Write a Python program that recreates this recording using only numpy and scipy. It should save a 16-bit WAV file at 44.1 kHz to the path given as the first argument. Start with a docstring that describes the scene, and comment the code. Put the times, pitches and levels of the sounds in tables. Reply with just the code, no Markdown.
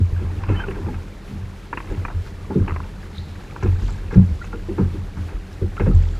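"""A plastic kayak in small choppy waves on open water, the microphone mounted on the boat, in the wind.
First, waves splash on the side, gulp under the hull with a falling pitch and set the hollow shell booming.
The plastic ticks faintly in the first second and knocks louder from 1.7 s, among bubbles and fine spray.
The biggest wave thumps flat on the hull at 4.2 s, and just after it the stereo image closes to mono.
One more group of slaps lands near 5.8 s. The wash of the sea and the wind's rumble run throughout."""
import sys
import numpy as np
from scipy import signal
from scipy.fft import rfft, irfft, next_fast_len
from scipy.io import wavfile
from scipy.ndimage import uniform_filter1d

SR = 44100
rng = np.random.default_rng(int(sys.argv[2]) if len(sys.argv) > 2 else 0)


def int16_out(signal):
    """Quantize to a 16-bit WAV file."""
    q = np.round(np.clip(np.atleast_2d(signal).T, -1, 1) * 32767)
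    wavfile.write(sys.argv[1], SR, q.astype(np.int16))


N = 273275
TIME = np.arange(N) / SR

# Gulps under the hull. Each row: start in seconds, relative level in dB, length in seconds, pitch in Hz.
HULL_GULPS = [(0, -16.5, 0.028, 203), (.116, -31, 0.028, 386), (0.199, -28, 0.09, 343),
              (0.485, -16.5, 0.064, 422), (0.677, -20, 0.042, 420), (0.749, -27, 0.12, 402),
              (0.856, -23.5, 0.095, 386.6), (1.29, -26, 0.135, 214.3), (1.721, -31.5, 0.079, 376),
              (1.899, -26, 0.08, 426), (2.496, -18.5, 0.049, 432), (2.545, -13, 0.078, 332.7),
              (2.673, -27, 0.091, 396), (3.624, -22.5, 0.035, 444), (3.644, -16.5, 0.038, 389),
              (3.675, -28, .04, 200), (3.809, -28, 0.079, 223.4), (4.121, -21.5, 0.051, 419),
              (4.155, -5, .024, 185), (4.185, -14.5, 0.055, 201), (4.529, -25, 0.047, 410),
              (4.68, -21, 0.054, 366), (4.775, -13.5, 0.062, 379), (4.932, -25.5, 0.062, 306),
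              (5.157, -30.5, 0.093, 263), (5.31, -31.5, 0.064, 410), (5.61, -20.5, 0.051, 372),
              (5.793, -15, 0.063, 376), (5.86, -14, 0.043, 379), (5.892, -17, 0.026, 318)]
# The shell heaving in a trough. Each row: start in seconds, level in dB, length in seconds, pitch in Hz.
SHELL_BOOMS = [(.006, -12, 0.047, 89.8), (.112, -17, 0.077, 89.6), (.24, -22.5, 0.065, 85.5),
               (.368, -21, 0.04, 81.6), (.477, -12, 0.071, 96), (.828, -24.5, 0.081, 91.4),
               (.94, -29.5, 0.067, 88), (1.31, -26.5, 0.098, 88.7), (1.41, -26, 0.076, 88.2),
               (1.895, -23, 0.052, 46), (1.972, -19, 0.038, 90.6), (2.131, -20.5, 0.093, 86.6),
               (2.592, -14.5, 0.053, 96.8), (2.7, -23, 0.079, 84.3), (3.16, -29.5, 0.15, 85.6),
               (3.63, -18.5, 0.044, 95.5), (3.672, -14.5, 0.071, 91.8), (3.805, -21, 0.12, 44),
               (4.04, -29, 0.057, 87), (4.155, -8, 0.097, 94.9), (4.295, -18.5, 0.06, 76.3),
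               (4.795, -16, 0.11, 90.1), (4.965, -27, 0.095, 86.7), (5.175, -22.5, 0.093, 86),
               (5.333, -21.5, 0.065, 43.2), (5.63, -20, 0.042, 83.3), (5.81, -14, 0.081, 92),
               (5.85, -15.5, 0.24, 40.94), (5.925, -9.5, 0.11, 85.9)]
# Resonances of the hollow hull and its stiff wall. Each row: centre in Hz, width in Hz, gain in dB.
HULL_MODES = [(94.6, 25, -3.5), (133.4, 57, -1), (190.4, 8, 8), (299.2, 38, -1), (377, 29, -1.5),
              (465.5, 8.7, -4)]
WALL_MODES = [(820, 580, -10), (894, 256, 4.5), (1386, 91, 3.5), (1626, 93, 2), (2140, 116, -4),
              (2560, 190, -1.5)]
# The fizz of foam and spray. Each row: time in seconds, relative level in dB.
FIZZ_CURVE = [(0.0, -58.5), (0.72, -63.5), (2.23, -60), (2.275, -55), (2.33, -63), (3.18, -59.5),
              (3.61, -59), (3.635, -50), (3.66, -58.5), (3.87, -50.5), (3.95, -53), (4.06, -65),
              (4.14, -53), (4.19, -63), (4.47, -54.5), (4.49, -59.5), (5.73, -62.5), (5.78, -56),
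              (5.9, -59), (6.03, -52.5), (6.14, -55), (6.2, -58)]


def gain_of(db):
    """Decibels to amplitude."""
    return 10 ** (np.asarray(db) / 20)


def unit_rms(x):
    """Scales to rms 1."""
    return x / np.sqrt(np.mean(x ** 2) + 1e-20)


def steadied(x, span_s):
    """Holds the rms near 1 over a sliding span."""
    return x / np.sqrt(abs(uniform_filter1d(x ** 2, max(int(span_s * SR), 2))) + 1e-20)


def follow(curve):
    """Amplitude over time from rows of seconds and dB."""
    return gain_of(np.interp(TIME, *np.transpose(curve)))


def coloured(x, spectrum):
    """Filters by rows of Hz and dB."""
    hz, db = np.transpose(spectrum)
    size = next_fast_len(len(x))
    bin_db = np.interp(np.log(np.fft.rfftfreq(size, 1 / SR) + 1), np.log(hz), db)
    return irfft(rfft(x, size) * gain_of(bin_db), size)[:len(x)]


def lowpass(x, hz, order):
    """Causal low-pass."""
    return signal.sosfilt(signal.butter(order, hz, fs=SR, output="sos"), x)


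def wobble(samples, hz):
    """Random wavering at rms 1, mostly slower than hz."""
    return unit_rms(lowpass(rng.standard_normal(samples), hz, order=2))


def sine(hz):
    """A tone that follows a pitch curve."""
    return np.sin(2 * np.pi * np.cumsum(hz) / SR)


def resonate(x, hz, width_hz):
    """Two passes through a resonance whose centre may move."""
    turn = np.exp(2j * np.pi * np.cumsum(hz * np.ones(len(x))) / SR)
    pole = np.exp(-np.pi * width_hz / SR)
    for _ in range(2):
        x = 2 * (turn * signal.lfilter([1 - pole], [1, -pole], x / turn)).real
    return x


def ring(x, modes, neighbour=-1):
    """Drives modes; neighbours swing against each other (-1) or together (1, deep valleys between)."""
    return sum(neighbour ** k * gain_of(db) * signal.lfilter(*signal.iirpeak(hz, hz / width, SR), x)
               for k, (hz, width, db) in enumerate(modes))


def impacts(samples, per_s, spread_db):
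    """Random impulses of uneven size, at rms 1."""
    size = gain_of(spread_db * np.minimum(rng.exponential(1, samples), 4))
    return unit_rms(size * rng.choice([-1, 1], samples) * (rng.random(samples) < per_s / SR))


def swell(rise, decay, power=1):
    """Time axis and envelope of a push of water: smooth rise, then a fall, more abrupt at higher power."""
    t = np.arange(int((rise + 7 * decay) * SR)) / SR
    attack = np.sin(np.pi / 2 * np.minimum(t / rise, 1)) ** 2
    return t, attack * np.exp(-(np.maximum(t - rise, 0) / decay) ** power)


def split(length, rise_share):
    """Divides a length into rise and decay."""
    rise = length * rise_share
    return rise, length - rise


def play(table, source):
    """Places one sound per row: start in seconds, gain in dB, then the source's arguments."""
    mix = np.zeros(N)
    for start, db, *shape in table:
        sound = gain_of(db) * source(*shape)
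        part = mix[round(start * SR):][:len(sound)]
        part += sound[:len(part)]
    return mix


def gulp(length, first_hz, sag_octaves_per_s=10.28):
    """Churning water drives a trapped air pocket, whose pitch falls as it grows; the hull colours it."""
    rise, decay = split(length, rise_share=0.26)
    t, envelope = swell(rise, decay, power=1.16)
    last_hz = first_hz * 2 ** (-sag_octaves_per_s * length)
    glide_s = 0.94 * (rise + decay / 2)
    hz = last_hz + (first_hz - last_hz) * np.exp(-(t / glide_s) ** 2)
    churn = resonate(rng.standard_normal(len(t)), hz, width_hz=0.88 * first_hz)
    pocket = steadied(churn, span_s=0.014) + 0.55 * sine(hz)
    hull = steadied(ring(pocket, HULL_MODES, neighbour=0.62), span_s=0.014)
    return envelope * lowpass(hull, hz=517, order=6)


def thumps():
    """Waves land flat on the hull and kick all its resonances at once; a shorter push is brighter."""
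    # Each row: start in seconds, peak in dB, length of the push in seconds.
    landings = [(.492, -17, .007), (3.63, -17, 0.0046), (3.654, -14, 0.0042), (4.127, -17, .007),
                (4.168, 0, 0.0063), (4.787, -19, 0.007), (5.172, -21, 0.0063), (5.62, -13, 0.008),
                (5.805, -13.5, 0.0043)]

    def thump(push):
        t = np.arange(SR // 5) / SR
        force = np.sin(np.pi * np.minimum(t / push, 1)) ** 2
        sound = lowpass(ring(force, HULL_MODES, neighbour=0.98), hz=520, order=4)
        return sound / abs(sound).max()
    return play(landings, thump)


def booms(hard_db=-14.5, sag=0.059, roughness=0.24):
    """The shell swings, its pitch sagging as water loads it; the hardest gulps ring its upper notes."""
    # Each row: lag in seconds, dB added to the gulp's row, length in seconds, pitch in Hz.
    upper_notes = [(.004, -3.5, 0.061, 189.8), (.004, -6.5, 0.05, 138)]
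    upper_booms = [(start + lag, db + note_db, length, hz)
                   for start, db, *_ in HULL_GULPS if db > hard_db
                   for lag, note_db, length, hz in upper_notes]

    def boom(length, hz):
        rise, decay = split(length, rise_share=0.38)
        t, envelope = swell(rise, decay, power=1.04)
        pitch_hz = hz * (1 - sag * np.tanh((t - rise) / decay))
        phase = 2 * np.pi * np.cumsum(pitch_hz) / SR
        return envelope * unit_rms(np.sin(phase + roughness * wobble(len(t), hz=44.3)))
    return play(SHELL_BOOMS + upper_booms, boom)


def knocks(rise=0.0028, ring_db=-22):
    """Dry clacks on the plastic: the contact chatters for milliseconds, then the wall rings faintly."""
    # Each row: start in seconds, level in dB, decay in seconds, upper edge in Hz.
    hits = [(.435, -29, 0.0035, 3400), (.683, -29.5, 0.0037, 2970), (.709, -31.5, 0.0058, 3600),
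            (1.728, -18.5, 0.0054, 2520), (1.772, -22, 0.0066, 2980), (1.801, -28, .005, 2950),
            (1.843, -39, .005, 2400), (2.049, -21, 0.0052, 2370), (2.081, -30, 0.0075, 2190),
            (2.678, -22, 0.0046, 2900), (2.694, -24.5, 0.0029, 2300), (2.706, -24.5, .0025, 2180),
            (2.718, -29, 0.0022, 2090), (2.76, -24.5, 0.0052, 2300), (2.801, -28, 0.0036, 1710),
            (3.561, -27, 0.0036, 1610)]
    # Colour of the clack. Each row: frequency in Hz, gain in dB.
    spectrum = [(150, -11), (300, -1), (500, -5.5), (680, -14.5), (980, 6.5), (1250, 2), (2000, -5),
                (2230, -8), (2650, -0.5), (3300, -17.5), (5000, -20)]

    def knock(decay, edge_hz):
        t, tail = swell(rise, decay=0.0077)
        chatter = rng.standard_normal(len(t))
        contact = np.minimum(t / rise, 1) * np.exp(-np.maximum(t - rise, 0) / decay)
        clack = steadied(lowpass(coloured(chatter, spectrum), edge_hz, order=8), span_s=0.0034)
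        wall = gain_of(ring_db) * tail * unit_rms(ring(chatter, WALL_MODES))
        return lowpass(contact * clack + wall, hz=3600, order=6)
    return play(hits, knock)


def splashes(mist_db=-27):
    """Water breaks against the side: a shower of drops on the wall, with a little fine mist."""
    # Each row: start in seconds, relative level in dB, decay in seconds, upper edge in Hz.
    breaks = [(.15, -47, 0.13, 2720), (.41, -45, 0.072, 2000), (.432, -40, 0.021, 3300),
              (.479, -33.5, 0.058, 3030), (.545, -38, 0.05, 2900), (.587, -32.5, 0.032, 2680),
              (.742, -43, 0.03, 2620), (.859, -38.5, 0.016, 1290), (.885, -39, 0.0089, 2200),
              (.941, -36.5, 0.011, 2530), (1.893, -45, 0.044, 2200), (2.1, -35, 0.014, 1630),
              (2.261, -44, 0.02, 1900), (2.503, -36.5, 0.023, 1140), (2.722, -46, 0.02, 1700),
              (3.624, -30, 0.017, 2300), (3.658, -35, 0.016, 2280), (3.881, -37, 0.017, 1740),
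              (4.106, -35.5, 0.03, 2220), (4.134, -35.5, 0.03, 2150), (4.441, -37, 0.0096, 2900),
              (4.527, -34, 0.015, 1720), (4.779, -30.5, 0.028, 1490), (5.167, -40, 0.023, 1700),
              (5.28, -43, 0.045, 2440), (5.767, -35.5, .008, 2600), (5.795, -28, 0.021, 2280),
              (5.856, -35, 0.032, 2200)]
    # Colour of the mist. Each row: frequency in Hz, gain in dB.
    spectrum = [(1000, -21), (2200, 14), (3200, 3), (6000, 7), (15000, -25)]

    def splash(decay, edge_hz):
        t, envelope = swell(0.2 * decay, decay)  # longer splashes build more slowly
        wall = ring(impacts(len(t), per_s=3500, spread_db=-1.5), WALL_MODES)
        patter = steadied(lowpass(wall, edge_hz, order=4), span_s=0.0042)
        mist = unit_rms(coloured(rng.standard_normal(len(t)), spectrum))
        return envelope * (patter + gain_of(mist_db) * mist)
    return play(breaks, splash)


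def bubble(length, first_hz, last_hz, flutter=0.0074):
    """A near-pure ring that glides and flutters as the bubble changes shape."""
    t, envelope = swell(*split(length, rise_share=0.42), power=1.1)
    hz = last_hz + (first_hz - last_hz) * np.exp(-t / length)
    hz *= 1 + flutter * wobble(len(t), hz=220)
    return envelope * unit_rms(sine(hz))


def bubbles():
    """Single bubbles ring, from fat glugs under the hull to small plips."""
    # Each row: start in seconds, level in dB, length in seconds, first and last pitch in Hz.
    plips = [(.16, -40, 0.011, 1470, 1730), (.543, -36, 0.015, 1750, 1750),
             (.552, -38.5, 0.054, 3030, 3060), (.599, -39, 0.02, 3100, 3120), (.596, -30, 0.02, 1620, 1490),
             (.636, -27, 0.011, 1500, 1400), (.882, -34.5, .02, 813, 870), (2.505, -30.5, 0.017, 864, 870),
             (2.553, -20.5, 0.026, 368, 290), (3.028, -42, 0.011, 1630, 1760),
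             (3.182, -30.5, 0.0026, 3570, 4220), (4.413, -30.5, 0.012, 1430, 1370),
             (4.422, -38, 0.0073, 1840, 2010), (4.528, -30.5, 0.012, 1327, 1440),
             (4.688, -25.5, 0.038, 351, 423), (5.622, -24.5, 0.027, 373, 365),
             (5.777, -26.5, 0.0089, 1350, 1360), (5.796, -31, 0.0072, 2075, 2160),
             (5.91, -37.5, 0.012, 1266, 1310)]
    return play(plips, bubble)


def droplets(decay=0.0009, tick_db=-7):
    """Single drops land, each a tiny tick and a short ping at its own pitch."""
    # Each row: start in seconds, peak in dB, pitch in Hz.
    landings = [(.436, -41, 5300), (.708, -43, 9200), (1.923, -43, 7000), (2.272, -42, 4400),
                (2.545, -41, 3900), (3.633, -36, 5800), (3.906, -38, 7300), (4.125, -41, 5600),
                (4.148, -38, 5900), (4.451, -43, 6500), (5.53, -42, 5500), (5.951, -37, 7300),
                (6.088, -37, 3400)]
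    # Colour of the tick. Each row: frequency in Hz, gain in dB.
    spectrum = [(1500, -29.5), (4000, 23), (7700, 8), (8600, 2), (15000, -7)]

    def droplet(hz):
        t = np.arange(SR // 50) / SR
        tick = rng.standard_normal(len(t)) * np.exp(-t / decay)
        ping = resonate(tick, hz, width_hz=1000)
        sound = unit_rms(ping) + gain_of(tick_db) * unit_rms(coloured(tick, spectrum))
        return sound / abs(sound).max()
    return play(landings, droplet)


def lapping(murmur_db=2.5, trickle_db=-8.5, cycles=8):
    """Ripples keep the hull murmuring and shed tiny bubbles of all sizes."""
    # Each row: time in seconds, relative level in dB.
    ripples = [(0.0, -45), (0.24, -40), (0.71, -36), (1.0, -43), (1.78, -45.5), (1.91, -38), (2.23, -45),
               (2.5, -42.5), (2.64, -37.5), (2.95, -43.5), (3.83, -40.5), (4.5, -43.5), (4.64, -41.5),
               (5.63, -45), (5.88, -40), (6.2, -42.5)]
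    hull = ring(rng.standard_normal(N), HULL_MODES, neighbour=0.87)
    murmur = steadied(lowpass(hull, hz=350, order=1), span_s=0.16)
    trickle = np.zeros(N)
    for hz in np.geomspace(800, 2800, 24):
        plip = bubble(cycles / hz, hz, 0.95 * hz)
        trickle += signal.oaconvolve(impacts(N, per_s=45, spread_db=4.5), plip)[:N]
    return follow(ripples) * (gain_of(murmur_db) * murmur + gain_of(trickle_db) * unit_rms(trickle))


def foam(trim_db=-1.5):
    """Tiny bubbles burst after a crest breaks."""
    # Each row: frequency in Hz, gain in dB.
    spectrum = [(1500, 0.5), (3000, 9.5), (4100, 11), (5800, 2.5), (7700, 5), (8200, -5), (10000, -13),
                (15000, -31.5)]
    bursts = coloured(impacts(N, per_s=3000, spread_db=1.5), spectrum)
    return gain_of(trim_db) * follow(FIZZ_CURVE) * unit_rms(bursts)


def spray(trim_db=-4.5, cycles=7):
    """Fine droplets sparkle as they fall back through the foam."""
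    sparkle = np.zeros(N)
    for hz in np.geomspace(3100, 7400, 10):
        landings = impacts(N, per_s=24, spread_db=3.0)
        sparkle += signal.oaconvolve(landings, bubble(cycles / hz, hz, hz))[:N]
    return gain_of(trim_db) * follow(FIZZ_CURVE) * unit_rms(lowpass(sparkle, hz=7940, order=10))


def swish():
    """A thin, brief hiss between the waves."""
    # Each row: start in seconds, level in dB, rise and decay in seconds, centre in Hz.
    hisses = [(3.11, -50, 0.065, 0.15, 3970)]

    def hiss(rise, decay, hz):
        t, envelope = swell(rise, decay)
        return envelope * unit_rms(resonate(rng.standard_normal(len(t)), hz, width_hz=900))
    return play(hisses, hiss)


def with_reflections(x, side_db=-20, decay=0.015):
    """Short reflections off deck and water differ between left and right, above the bass."""
    # Each row: frequency in Hz, gain in dB.
    spectrum = [(60, -44), (150, -60), (400, -29), (1000, -29), (2500, 1), (6000, -23)]
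    t = np.arange(SR // 50) / SR
    echoes = rng.standard_normal(len(t)) * np.exp(-t / decay)
    side = coloured(signal.oaconvolve(x, echoes / np.linalg.norm(echoes))[:N], spectrum)
    return x + gain_of(side_db) * np.array([side, -side])


def wind(jolt_db=-14):
    """Low buffeting right at the microphone; the shell's low booms shake more rumble into it."""
    # Each row: time in seconds, level in dB.
    gusts = [(0.0, -27.5), (0.91, -30), (1.12, -37), (1.55, -38.5), (1.79, -35.5), (2.14, -32),
             (2.3, -33.5), (2.54, -31.5), (2.62, -31), (3.59, -38), (3.68, -20.5), (3.81, -26.5),
             (4.0, -29.5), (4.4, -33), (4.6, -29), (5.07, -31), (5.4, -42), (5.59, -33), (5.95, -25.5),
             (6.2, -32)]
    # Each row: frequency in Hz, gain in dB.
    spectrum = [(10, -43), (25, -4.5), (40, 8.5), (50, 3.5), (70, -13.5), (88, 7.5), (115, -10),
                (170, -14.5), (300, -68), (700, -66.5)]
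    _, jolt = swell(rise=0.027, decay=0.044)
    strength = follow(gusts) + gain_of(jolt_db) * play(SHELL_BOOMS, lambda length, hz: jolt)
    return strength * steadied(coloured(rng.standard_normal(N), spectrum), span_s=0.087)


def sea(level_db=-47, sway_db=1.04):
    """The even hiss of open water all around, slightly wide and gently swaying in level."""
    # Each row: frequency in Hz, gain in dB.
    spectrum = [(100, -5), (200, 2.5), (350, -3), (500, -3.5), (700, -7.5), (1000, -10.5), (1600, -8),
                (2500, -13), (3500, -15.5), (5000, -19.5), (9000, -27), (10000, -25.5), (11500, -30),
                (14000, -31.5), (15500, -36.5)]
    # Stereo width. Each row: frequency in Hz, side minus mid in dB.
    width = [(100, -35.5), (220, -11.5), (450, -4.5), (1000, -11.5), (2200, -8.5), (4000, -15),
             (8000, -24.5), (13000, -14.5)]
    mid, side = (unit_rms(coloured(rng.standard_normal(N), spectrum)) for _ in range(2))
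    side = coloured(side, width)
    return gain_of(level_db + sway_db * wobble(N, hz=7.4)) * np.array([mid + side, mid - side])


def scene():
    """Hull and water close by, the wind right at the microphone, the sea all around."""
    hull = gain_of(-4.5) * play(HULL_GULPS, gulp) + thumps() + booms() + knocks()
    water = gain_of(0.5) * splashes() + bubbles() + droplets() + lapping() + foam() + spray()
    return with_reflections(hull + water + swish()) + wind() + sea()


def record(dry, mono_from_s=4.43, closing_s=0.03, edge_hz=15500):
    """The image closes to mono, the biggest slap is rounded off at full scale, the top treble is cut."""
    mid = dry.mean(0)
    width = np.clip((mono_from_s - TIME) / closing_s, 0, 1)
    narrowed = mid + (dry - mid) * width
    limited = narrowed / (1 + narrowed ** 8) ** (1 / 8)
    band_limit = signal.firwin(511, edge_hz, window=("kaiser", 9), fs=SR)
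    return signal.oaconvolve(limited, band_limit[None], "same")


dry = scene()
out = record(dry)
int16_out(out)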